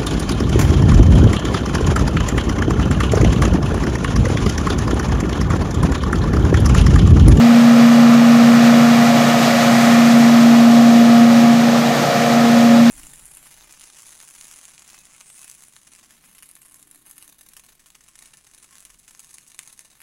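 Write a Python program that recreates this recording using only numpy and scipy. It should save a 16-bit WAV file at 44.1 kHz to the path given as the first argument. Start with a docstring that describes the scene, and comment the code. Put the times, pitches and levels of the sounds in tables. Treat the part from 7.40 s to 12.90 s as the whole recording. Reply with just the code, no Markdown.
"""A diesel tractor crawls past, towing a leaf vacuum with its own one-cylinder engine.
From the start the four-blade impeller hums loudly over exhaust puffs, diesel clatter and hose air.
Near 2 s puffs and air swell, while the hum fades against its ground reflection.
At 2.45 s the mower deck passes, booming, with dry leaves rasping under it.
Near 4.7 s puffs and air swell again; the hum fades deeply, then comes back."""
import sys
import numpy as np
from scipy import signal
from scipy.fft import rfft, irfft
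from scipy.io import wavfile
from scipy.ndimage import uniform_filter1d, minimum_filter1d

SR = 44100
rng = np.random.default_rng(int(sys.argv[2]) if len(sys.argv) > 2 else 0)


def put_to_file(sound):
    """Save the sound as 16-bit audio at rate SR, in the file named by the first command-line argument."""
    columns = np.atleast_2d(sound).T  # one column per channel
    safe = np.clip(columns, -1, 1)
    whole_steps = np.round(safe * 32767)
    wavfile.write(sys.argv[1], SR, whole_steps.astype(np.int16))


N = 242550
TIME = np.arange(N) / SR
FREQ = np.fft.rfftfreq(N, 1 / SR)

DECK_AT_S, DECK_REACH_S = 2.45, .22  # closest approach; time from there to half power

# ringing of engine blocks and panels: (frequency [Hz], width [Hz], relative level [dB])
BLOCK_MODES = [(1030, 83, -6.5), (1140, 150, -1.5), (1287, 118, 0), (1454, 103, -4), (1663, 100, -6),
               (1785, 75, -3), (1937, 130, -4), (2160, 70, -9.5), (2360, 255, -6.5), (2705, 85, -11.5),
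               (2910, 150, -10)]
# low drone of both engines, thinning briefly as the tractor moves off: (time [s], gain [dB])
DRONE_GAIN = [(0, -0.3), (1.0, 1), (2.3, 1.2), (3.2, -2), (5.5, .4)]


def amp(db):
    """Decibels to gain."""
    return 10 ** (np.asarray(db) / 20)


def unit(x):
    """Scale to rms 1."""
    return x / np.sqrt(np.mean(x ** 2) + 1e-20)


def envelope(points):
    """Gain over time from (time [s], level [dB]) points."""
    time_s, db = np.transpose(points)
    return amp(np.interp(TIME, time_s, db))


def spectrum(points):
    """Gain over frequency from (frequency [Hz], level [dB]) points."""
    hz, db = np.transpose(points)
    return amp(np.interp(np.log(FREQ + 1), np.log(hz), db))


def resonances(modes):
    """Gain over frequency of steep-sided resonances."""
    return np.sqrt(sum(amp(db) ** 2 / (1 + 2 * ((FREQ - hz) / width_hz) ** 2) ** 2
                       for hz, width_hz, db in modes))


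def colour(x, gain):
    """Filter x, then scale to rms 1."""
    return unit(irfft(rfft(x) * gain, N))


def noise(gain):
    """Filtered noise, rms 1."""
    return colour(rng.standard_normal(N), gain)


def drift(hz):
    """Random wander up to about hz, rms 1."""
    return noise(np.exp(-(FREQ / hz) ** 2) * (FREQ > 0))


def tone(turns, db):
    """Sine of rms level db, random start phase."""
    return np.sqrt(2) * amp(db) * np.cos(2 * np.pi * (turns + rng.random()))


def engine_lines(turns, orders, waver_db, waver_hz, smear_turns):
    """Engine orders, wavering in phase and level as their paths among the trees change."""
    total = np.zeros(N)
    for order, db in orders:
        phase = order * turns + smear_turns * drift(waver_hz)
        total += tone(phase, db + waver_db * np.tanh(drift(waver_hz)))
    return total


def bursts(turns, decay_turns, floor):
    """Noise that flares once a turn above a steady floor."""
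    return (floor + np.exp(-(turns % 1) / decay_turns)) * rng.standard_normal(N)


def power_peak(at_s, reach_s):
    """Power over time: 1 at at_s, half at reach_s to either side."""
    return 1 / (1 + ((TIME - at_s) / reach_s) ** 2)


def swells(floor_db, first_db, second_db):
    """Gain: a steady floor with two swells."""
    first = amp(first_db) ** 2 * power_peak(at_s=2.13, reach_s=.63)
    second = amp(second_db) ** 2 * power_peak(at_s=4.75, reach_s=.39)
    return np.sqrt(amp(floor_db) ** 2 + first + second)


def ground_fade(order):
    """Gain of one tone, dipping where its ground reflection cancels it."""
    # cancellations: (order [x cycle rate], time [s], half-width [s], depth [dB])
    fades = [(8, 2.03, 0.62, 8), (8, 4.67, 0.57, 23), (16, 0, 1.0, 6.5), (16, 2.5, 1.57, 20),
             (16, 4, 0.3, 15), (16, 5.5, 0.26, 25), (19, 0.4, 1.5, 13), (19, 3, 1.34, 17),
             (24, 0.3, 1.34, 16), (24, .97, 0.26, 20), (24, 2.95, 0.73, 5.5), (24, 4.38, 0.38, 7),
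             (24, 5.5, .16, 24.5)]
    power_dips = [1 - (1 - amp(-depth_db) ** 2) * np.exp(-((TIME - at_s) / width_s) ** 2)
                  for k, at_s, width_s, depth_db in fades if k == order]
    return np.sqrt(np.prod(power_dips, axis=0))


def impeller(turns):
    """Four blades at two shaft turns a cycle hum at order 8; hum and overtones flutter slightly."""
    # impeller and engine overtones: (order [x cycle rate], unfaded level [dB])
    overtones = [(16, -28), (19, -27), (24, -22)]
    hum = ground_fade(order=8) * tone(8 * turns, db=-7.7 + .3 * drift(hz=22))
    return hum + sum(ground_fade(k) * tone(k * turns, db + drift(hz=15)) for k, db in overtones)


def rattle(turns):
    """Valves and piston repeat one rattle every cycle; its shape slowly changes."""
    size = 1500
    shapes = rng.standard_normal((3, size))
    grid_turns = np.arange(size) / size
    return unit(sum(drift(hz=.78) * np.interp(turns % 1, grid_turns, shape) for shape in shapes))


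def vacuum_engine(turns):
    """One firing a cycle: low drone, comb of lines, valve rattle and a gas puff through the muffler."""
    # clean exhaust drone: (order [x cycle rate], relative level [dB])
    drone_orders = [(2, -77), (3, -60), (4, -37), (5, -28.5), (6, -37), (7, -46)]
    # higher, wavering lines: (order [x cycle rate], relative level [dB])
    comb_orders = [(10, -41), (12, -52), (17, -38.5), (18, -46), (20, -48), (21, -40.5), (22, -37.5),
                   (23, -36), (25, -44), (26, -44), (27, -41), (28, -45.5), (32, -45.5), (34, -44.5),
                   (40, -42.5), (42, -49), (43, -51), (46, -51), (48, -57), (51, -51), (60, -45.5),
                   (61, -47.5), (62, -48), (63, -53)]
    # muffler resonances: (frequency [Hz], width [Hz], relative level [dB])
    muffler_modes = [(492, 55, -6), (561, 47, 2.5), (625, 72, 1), (710, 67, 1), (807, 90, -1.5)]
    drone = engine_lines(turns, drone_orders, waver_db=2, waver_hz=.71, smear_turns=.015)
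    comb = engine_lines(turns, comb_orders, waver_db=5, waver_hz=1.22, smear_turns=.1)
    valves = amp(-32) * colour(rattle(turns), resonances(BLOCK_MODES))
    gas = bursts(turns, decay_turns=.14, floor=1.05)
    puffs = colour(gas, resonances(muffler_modes))
    puffs *= swells(floor_db=-25.5, first_db=-24, second_db=-24)
    return drone * envelope(DRONE_GAIN) + amp(-.7) * comb + valves + puffs


def diesel():
    """Three cylinders, four-stroke: a lumpy drone, and a knock into the block at each firing."""
    # drone lines: (order [x cycle rate], relative level [dB])
    drone_orders = [(3, -55), (6, -35.5), (9, -34), (11, -38.5), (12, -40.5), (15.5, -46)]
    # clatter swells and drops as the bonnet goes by: (time [s], relative level [dB])
    clatter_level = [(0, -23.5), (1.3, -22.5), (2.5, -21), (3.4, -27), (4.85, -23), (5.5, -25.5)]
    cycle_hz = 22.62 * (1 + .003 * drift(hz=1.55))
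    turns = np.cumsum(cycle_hz) / SR
    drone = engine_lines(turns, drone_orders, waver_db=6, waver_hz=5.3, smear_turns=.093)
    knocks = bursts(3 * turns, decay_turns=.25, floor=1.6)
    clatter = amp(-2) * colour(knocks, resonances(BLOCK_MODES))
    return drone * envelope(DRONE_GAIN) + clatter * envelope(clatter_level)


def hose_air():
    """Turbulent air in the hose, with bits of leaf ticking along its wall."""
    # rushing air: (frequency [Hz], relative density [dB])
    rush_spectrum = [(100, -31), (400, 6.5), (900, 7), (1600, 5), (2600, 2.5), (3600, 2), (5000, 0.66),
                     (6500, -1), (8000, -7), (9300, -11.5), (10800, -13.5), (12500, -11.5), (15000, -13.5)]
    # hose and fan housing resonances: (frequency [Hz], width [Hz], level re rush [dB])
    hose_modes = [(3370, 120, 1), (3850, 100, 2), (4300, 140, -2), (4600, 110, -8), (4830, 110, -3)]
    ticks_per_s = 700
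    ticks = rng.uniform(-1, 1, N) * (rng.random(N) < ticks_per_s / SR)
    flow = rng.standard_normal(N) + amp(-13) * unit(ticks)
    rush = colour(flow, spectrum(rush_spectrum) * np.sqrt(1 + resonances(hose_modes) ** 2))
    flutter = amp(.5 * drift(hz=11))
    return rush * flutter * swells(floor_db=-26, first_db=-23.5, second_db=-28)


def rumble():
    """Steady low roar of both machines and the wooden box."""
    # roar: (frequency [Hz], relative density [dB])
    roar_spectrum = [(20, -38), (70, -35), (100, -21), (130, -8.5), (175, -4), (215, -6), (250, -2.5),
                     (290, -14.5), (420, -25), (2000, -56)]
    return amp(-28.5) * noise(spectrum(roar_spectrum))


def deck_boom():
    """Churned air booms in the mower deck; it grows as the deck nears, then holds."""
    # hollow deck resonances: (frequency [Hz], width [Hz], relative level [dB])
    deck_modes = [(256, 28, -1.5), (293, 46, -4), (349, 36, -7), (404, 60, -11)]
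    hold_db, rise_db_per_s = -29, 2
    ahead_s = np.maximum(DECK_AT_S - TIME, 0)
    return noise(resonances(deck_modes)) * amp(hold_db - rise_db_per_s * ahead_s)


def leaves():
    """Dry leaves fizz and rasp under the mower deck, loudest as it goes by."""
    # swept leaves: (frequency [Hz], relative density [dB])
    fizz_spectrum = [(1000, -14), (3000, -8), (7000, 6), (10000, -3), (15000, -7)]
    # leaves on the deck's steel: (frequency [Hz], width [Hz], relative level [dB])
    rasp_modes = [(830, 100, -1), (1950, 330, 0)]
    fizz = amp(-34.6) * noise(spectrum(fizz_spectrum))
    flutter = amp(1.1 * drift(hz=20))
    rasp = amp(-28.5) * noise(resonances(rasp_modes))
    return (fizz + rasp) * flutter * np.sqrt(power_peak(DECK_AT_S, DECK_REACH_S))


def scene():
    """Mono mix. Impeller and vacuum engine share one shaft, whose speed trembles slightly."""
    sag_share, sag_at_s, sag_time_s = .002, 2.2, .7  # pitch sags as the rig goes by
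    sag = 1 - sag_share * np.tanh((TIME - sag_at_s) / sag_time_s)
    cycle_hz = 29.32 * sag * (1 + .0006 * drift(hz=11.2))
    turns = np.cumsum(cycle_hz) / SR  # one turn = one four-stroke cycle
    vacuum = impeller(turns) + vacuum_engine(turns) + hose_air()
    return (vacuum + diesel() + leaves() + rumble() + deck_boom())[None]


def record(dry):
    """10 ms peak limiter, then a steep low-pass."""
    ceiling, window_samples, cutoff_hz = .97, 441, 15330
    gain = minimum_filter1d(ceiling / np.maximum(abs(dry), ceiling), size=window_samples)
    limited = dry * uniform_filter1d(gain, size=window_samples)
    lowpass = signal.firwin(1023, cutoff_hz, window=("kaiser", 9), fs=SR)
    return signal.oaconvolve(limited, lowpass[None], "same")


dry = scene()
out = record(dry)
put_to_file(out)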